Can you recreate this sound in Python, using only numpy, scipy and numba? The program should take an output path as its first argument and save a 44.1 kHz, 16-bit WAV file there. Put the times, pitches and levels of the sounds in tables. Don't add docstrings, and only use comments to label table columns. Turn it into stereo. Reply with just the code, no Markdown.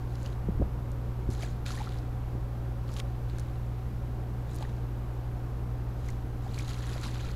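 import sys
import numpy as np
from scipy import signal
from scipy.fft import rfft, irfft
from scipy.io import wavfile
from scipy.ndimage import uniform_filter1d
from numba import njit

SR = 44100
rng = np.random.default_rng(int(sys.argv[2]) if len(sys.argv) > 2 else 0)


def file_out(sig):
    cols = np.atleast_2d(sig).T
    lim = np.clip(cols, -1, 1)
    pcm = np.round(lim * 32767).astype(np.int16)
    wavfile.write(sys.argv[1], SR, pcm)


def elevation(decibels):
    levels = np.asarray(decibels, float)
    return 10 ** (levels / 20)


N = 324135


def unit(x):
    return x / np.sqrt(np.mean(x ** 2))


def walk(rate_hz):
    hold = int(SR / rate_hz)
    steps = np.repeat(rng.standard_normal(N // hold + 1), hold)
    return 1.28 * uniform_filter1d(uniform_filter1d(steps, hold), hold)[:N]


def colour(x, hz, db):
    bins_hz = np.arange(N // 2 + 1) * SR / N + 1
    return irfft(rfft(x) * elevation(np.interp(np.log(bins_hz), np.log(hz), db)), N)


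def band(x, lo_hz, hi_hz):
    return signal.sosfilt(signal.butter(2, [lo_hz, hi_hz], "bandpass", fs=SR, output="sos"), x)


def sides(x, pan_db):
    return np.array([x * elevation(pan_db / 2), x * elevation(-pan_db / 2)])


def swells(s, db, rise_s, fall_s, floor_db=-120):
    t = np.arange(0, N, 32)[:, None] / SR
    rising = (s - t) / np.maximum(rise_s, .002)
    falling = (t - s) / np.maximum(fall_s, .002)
    slope = np.where(t < s, rising, falling)
    power = np.sum(elevation(db - 20 * slope) ** 2, axis=1) + elevation(floor_db) ** 2
    return np.interp(np.arange(N) / SR, t[:, 0], 10 * np.log10(power))


@njit
def grains(start, hz, ring, size, glide):
    out = np.zeros(N)
    for k in range(len(start)):
        phase = 0.
        for i in range(min(int(6 * ring[k]), N - start[k])):
            age = i / ring[k]
            phase += 2 * np.pi * hz[k] * (1 + glide * age) / SR
            out[start[k] + i] += size[k] * (1 - np.exp(-4 * age)) * np.exp(-age) * np.sin(phase)
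    return out


def machine(rate_hz, orders, wander, flutter_db):
    turns = np.cumsum(rate_hz * (1 + wander * walk(1.537))) / SR
    out = np.zeros(N)
    for order, db in orders:
        level = np.sqrt(2) * elevation(db + flutter_db * walk(2.94))
        out += level * np.sin(2 * np.pi * (order * turns + rng.random()))
    return out


# multiple of 59.94 Hz [1], level/dB rms
WHINE_TONES = [(152, -104), (165, -91.5), (166, -90.5), (167, -110), (168, -93), (203, -115), (206, -96),
               (207, -95)]


def electronics():
    whine = machine(59.94, WHINE_TONES, 0, .6)
    return np.array([1.6 * whine, 1.1 * np.roll(whine, shift=1)])


# f/Hz, width/Hz, level/dB rms
TOWN_HUMS = [(375.4, 45, -65.5), (549.7, 42, -61), (747, 48, -64.5), (929, 75, -69)]


def town_hums():
    noise = rng.standard_normal(N)
    out = np.zeros(N)
    for hz, width_hz, db in TOWN_HUMS:
        out += elevation(db + 2.55 * walk(4.745)) * unit(band(noise, hz - width_hz / 2, hz + width_hz / 2))
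    return out


# f/Hz, mid level/dB per Hz, side level/dB per Hz
TOWN_SPECTRUM = [(28, -61.5, -112), (99, -65, -104), (193, -69.5, -100), (334, -73, -91.5), (620, -81, -89),
                 (1103, -83.5, -89), (1795, -92.5, -94.5), (3230, -100, -100), (5960, -106, -109),
                 (9700, -111, -116), (11200, -108, -108), (12300, -102, -118), (12700, -110, -118),
                 (15500, -114, -119)]


def town():
    hz, mid_db, side_db = np.transpose(TOWN_SPECTRUM)
    mid = colour(rng.standard_normal(N) * np.sqrt(SR / 2), hz, mid_db)
    side = colour(rng.standard_normal(N) * np.sqrt(SR / 2), hz, side_db)
    swell = 0.1 * walk(8) * band(mid, 30, 450) + 0.044 * walk(2.9) * band(mid, 310, 2600)
    side = side + 0.17 * band(mid, 300, 14000)
    return mid + swell + town_hums() + np.array([side, -side])


# multiple of cycle rate [1], level/dB rms
GENERATOR_ORDERS = [(3, -38.5), (4, -61), (5, -60), (6, -36.5), (7, -61), (14, -63.5), (15, -66.5),
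                    (16, -64), (17, -68), (19, -65), (23.5, -65.5), (24, -76)]
# multiple of shaft rate [1], level/dB rms
PUMP_ORDERS = [(1, -60), (2, -45.5), (3, -54), (16, -78)]
# multiple of shaft rate [1], level/dB rms
FAN_ORDERS = [(28, -89.5), (29, -69), (30, -63.5), (31, -73), (33, -67), (57, -76), (63, -74)]


def boats():
    generator = machine(19.94, GENERATOR_ORDERS, 0.00051, 0.25)
    pump = machine(24.32, PUMP_ORDERS, 0.00188, 0.99)
    fan = machine(25.02, FAN_ORDERS, 0.0006, 0.88)
    return generator + pump + sides(fan, 1.2)


# t/s, f/Hz, left pressure [1], right pressure [1]; push +, pull -
EDDY_SLAPS = [(0.4872, 290, -0.33, 0.18), (0.4942, 159, 0.14, 0.13), (.56, 45, 0.062, .05),
              (.576, 60, -0.012, -.13), (0.599, 257, -0.1, -0.042), (0.606, 185, 0.042, 0.13),
              (0.614, 340, 0.11, -0.17), (0.6173, 380, 0.13, 0.094), (0.623, 400, -0.42, 0.51),
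              (0.63, 65, -.1, -.13), (1.2916, 243, -0.016, 0.17), (1.298, 216, -0.14, 0.061),
              (2.3534, 282, .01, 0.075)]


def eddies():
    before, after = 900, 1300
    t = np.arange(-before, after) / SR
    out = np.zeros((2, N))
    for s, hz, left, right in EDDY_SLAPS:
        at = int(s * SR) - before
        width_s = np.where(t < 0, [[.28], [.48]], [[.62], [.36]]) / hz
        slap = np.exp(-(t / width_s) ** 2) * np.cos(2 * np.pi * hz * t)
        out[:, at:at + len(t)] += np.array([[left], [right]]) * slap
    return out


# peak t/s, rumble level/dB, 20 dB rise/s, 20 dB fall/s
WIND_GUSTS = [(0, -58, .1, .16), (.49, -37, .03, .2), (.61, -30, .2, .08), (.72, -42, .1, .3),
              (1.02, -48, .25, .2), (1.1, -40, .1, .08), (1.3, -35.5, .12, .12), (2.2, -46, .09, .6),
              (2.38, -40, .15, .22), (3.12, -54, .15, .3), (4.2, -55, .25, .1), (6.41, -43, .2, .2),
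              (6.7, -56, .3, .3)]


def wind():
    db = swells(*np.transpose(WIND_GUSTS), floor_db=-79)
    shared = unit(band(rng.standard_normal(N), 22, 85))
    reach = elevation(.4 * (db + 26) - 10)
    out = eddies()
    for port in range(2):
        noise = rng.standard_normal(N)
        deep = unit(band(noise, 53, 54))
        body = unit(band(noise, 117, 175))
        upper = unit(band(band(noise, 240, 350), 133, 690))
        out[port] += elevation(db + 3 * walk(40)) * (.95 * shared + .35 * deep + .4 * body + upper * reach)
    return out


# t/s, f/Hz, peak level/dB, ring/ms
WALL_BUBBLES = [(.2612, 1500, -43, 1.7), (.2625, 2870, -43, 2.9), (1.4249, 3110, -42, 6.1),
                (1.4329, 2180, -33, 1.4), (1.434, 680, -31, 4.7), (1.4453, 1710, -43, 6.2),
                (1.663, 2400, -33.5, 1.8), (1.7058, 1300, -33, 2.5), (1.737, 1006, -38, 6.7),
                (1.7761, 1820, -37.5, 4.7), (1.803, 848, -36.5, 11.4), (1.815, 890, -29, 4.7),
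                (1.873, 1290, -32, 2.5), (2.9662, 3040, -39.5, 1.6), (2.8935, 1260, -42.5, 3.2),
                (2.993, 430, -35, 6), (3.0054, 1250, -44, 2.5), (3.385, 1480, -40, 1.3),
                (4.609, 620, -35, 2), (4.6249, 865, -32.5, 3.8), (4.6511, 1810, -39, 1.8),
                (6.09, 2060, -37, 2.9), (6.465, 750, -36, 4.5), (6.579, 2310, -37, 1.9),
                (6.5957, 2340, -33.5, 2), (6.891, 1560, -38, 1.5), (6.961, 630, -33, 4.4),
                (7.0594, 860, -33.5, 2), (7.0646, 1100, -34, 1.9), (7.245, 1320, -40.5, 6.1)]


def bubbles():
    s, hz, db, ms = np.transpose(WALL_BUBBLES)
    ring_s = (ms + 1.14) * 0.00069
    start = ((s - 0.302 * ring_s) * SR).astype(np.int64)
    return grains(start, .95 * hz, ring_s * SR, elevation(db + 3.0), 0.069)


# t/s, peak level/dB, f/Hz
DROPLETS = [(.155, -43, 4750), (.2305, -44, 7000), (.2612, -38.5, 4570), (.9172, -46, 7000),
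            (1.303, -47, 6860), (1.3132, -42, 6860), (1.4235, -39, 4200), (1.6565, -45, 4070),
            (1.7735, -44.5, 6320), (1.8915, -43, 4000), (1.9872, -45.5, 4890), (2.8912, -46, 3500),
            (2.9395, -41, 8000), (2.9657, -39.5, 3600), (3.0003, -31, 3270), (3.2982, -46.5, 4000),
            (3.3848, -40, 6450), (3.3968, -38.5, 6000), (4.534, -47, 7500), (4.5456, -43, 8000),
            (4.554, -41, 8500), (4.5615, -38, 10500), (4.6256, -40.5, 3740), (6.0865, -40, 6290),
            (6.1033, -40.5, 6890), (6.544, -37.5, 4220), (6.5888, -33, 5750), (6.6805, -43, 6770),
            (6.9325, -39, 4320), (7.0500, -38, 3800)]
# t/s, peak level/dB, f/Hz
MORE_DROPLETS = [(1.3364, -43, 6700), (1.7068, -36, 4200), (1.7464, -47, 6740), (1.8118, -44, 3300),
                 (1.9215, -44.5, 3400), (2.8814, -48, 4500), (2.9183, -46, 6000), (2.9860, -42, 3400),
                 (2.9951, -41, 5500), (3.4024, -46, 9000), (4.586, -48, 7220), (4.609, -48, 7000),
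                 (6.0631, -49, 7240), (6.6478, -45, 4500), (6.7336, -39.5, 4000), (6.8231, -45, 3800),
                 (6.859, -44, 6110), (6.8684, -41, 7000), (7.0135, -43, 6720), (7.0693, -39, 4690),
                 (7.1412, -46, 4100), (7.2, -48, 4200), (7.2519, -45, 4380), (7.3148, -43, 4560)]


def droplets():
    drops = list(DROPLETS) + list(MORE_DROPLETS)
    s, db, hz = np.transpose(drops)
    pop_lag_s, pop_pitch, pop_db = .002, .65, -5
    out = grains((s * SR).astype(np.int64), hz, 1.3 * SR / hz, elevation(db + 10.5), 0.012)
    pop_start = ((s + pop_lag_s) * SR).astype(np.int64)
    out += grains(pop_start, pop_pitch * hz, 5 * SR / hz, elevation(db + pop_db), 0.031)
    age_s = np.arange(400) / SR
    fade = np.exp(-age_s / 0.0021)
    for s, db, hz in drops:
        spit = band(rng.standard_normal(len(age_s)), hz / 2, 11400) * fade
        out[int(s * SR):][:len(age_s)] += elevation(db - 8) * spit
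    return out


def swarm(fizz_db, count=400):
    lo_hz, hi_hz, ring_s, over_fizz_db = 695, 4200, .002, 1.5
    when, pitch, luck = rng.random((count, 3)).T
    at = (when * N).astype(np.int64)
    hz = lo_hz * (hi_hz / lo_hz) ** pitch
    return grains(at, hz, ring_s * SR * (0.64 + luck), elevation(fizz_db[at] + over_fizz_db), 0.077)


def bursts():
    per_s, fade_s, size_db = 90, .007, 2.5
    kicks = np.zeros(N)
    when, luck = rng.random((int(per_s * N / SR), 2)).T
    kicks[(when * N).astype(int)] = -np.log(1 - .9 * luck)
    jump = signal.lfilter([1], [1, -np.exp(-1 / (fade_s * SR))], kicks)
    return size_db * (jump - jump.mean())


# f/Hz, level/dB per Hz
FOAM_SPECTRUM = [(600, -22), (1000, 2), (1450, 2.5), (2300, -2.5), (2800, -3.5), (4100, 0), (5500, -6.5),
                 (6800, -2.5), (9000, -14.5), (10800, -9.5), (15600, -30)]


def foam(count=22000):
    when, pitch, luck, cycles = rng.random((count, 4)).T
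    hz = 700 + 14500 * pitch ** 1.6
    size = elevation(-3.2 * np.log(1 - .985 * luck)) * np.sqrt(hz) * pitch ** .3
    ring = (0.86 + 2.8 * cycles) * SR / hz
    tiny = unit(grains((when * N).astype(np.int64), hz, ring, size, 0.042))
    hiss = unit(elevation(5 * walk(500)) * rng.standard_normal(N))
    return unit(colour(tiny + .8 * hiss, *np.transpose(FOAM_SPECTRUM)))


# peak t/s, fizz level/dB, 20 dB rise/s, 20 dB fall/s, fine spray share/dB
WAVELETS = [(.156, -61, 0.3, -0.04, -9), (.21, -61, 0.16, 0.23, 0), (.268, -51, .1, .1, -8),
            (.332, -52, .03, 0, -11), (1.303, -48.5, .003, 0.18, -2.5), (1.428, -43.5, 0.1, 0.13, -5.5),
            (1.659, -42.5, -0.01, 0.32, -5), (1.808, -49, 0.1, 0.24, -13), (1.98, -55, 0.3, 0.02, -10),
            (2.88, -61, 0.1, 1, -13), (2.935, -57.5, 0.06, 0.07, 2), (2.998, -42.5, .05, 0.01, -5.5),
            (3.294, -56, .035, 0.5, -13), (3.386, -53, .006, 0.1, -8), (4.504, -56, 0.1, 0.6, -8),
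            (4.56, -57, -0.34, .15, -3), (4.626, -45.5, 0.05, .06, -10), (6.088, -55, 0.23, 0.17, -7),
            (6.596, -45, 0.2, 0.14, -6.5), (6.677, -44.5, 0.01, .5, -6.5), (6.93, -45.5, 0.33, 0.23, -8),
            (7.054, -43, 0.1, .11, -5.5), (7.206, -45.5, 0.47, 0.2, -11), (7.248, -48.5, -0.02, .6, -11)]


def fizz():
    spray_hz = 5260
    whole = foam()
    coarse = colour(whole, [spray_hz / 1.3, spray_hz * 1.3], [0, -30])
    fine = whole - coarse
    s, db, rise_s, fall_s, spray_db = np.transpose(WAVELETS)
    body_db = swells(s, db, rise_s, fall_s)
    fine_db = swells(s, db + spray_db + 5, rise_s, fall_s)
    patchy = elevation(-3.0 + 0.87 * walk(90) + bursts())
    return patchy * (elevation(body_db) * coarse + elevation(fine_db) * fine) + swarm(body_db)


# t/s, left minus right level/dB
WALL_PAN = [(0, -1), (4.5, -0.5), (7.35, -2)]


def water_pan():
    return np.interp(np.arange(N) / SR, *np.transpose(WALL_PAN)) + 0.65 * walk(15)


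def quay(water, lag_s=.0035, echo_db=-11):
    late = int(lag_s * SR)
    return water + elevation(echo_db) * np.array([np.roll(water[0], late), np.roll(water[1], late + 9)])


def scene():
    water = fizz() + bubbles() + droplets()
    return electronics() + town() + boats() + wind() + quay(sides(water, water_pan()))


def top_cut(x):
    return signal.sosfilt(signal.butter(12, 15790, fs=SR, output="sos"), x)


def record(dry):
    mix = signal.sosfilt(signal.ellip(8, .2, 60, 15750, fs=SR, output="sos"), dry)
    return top_cut(mix)


dry = scene()
out = record(dry)
file_out(out)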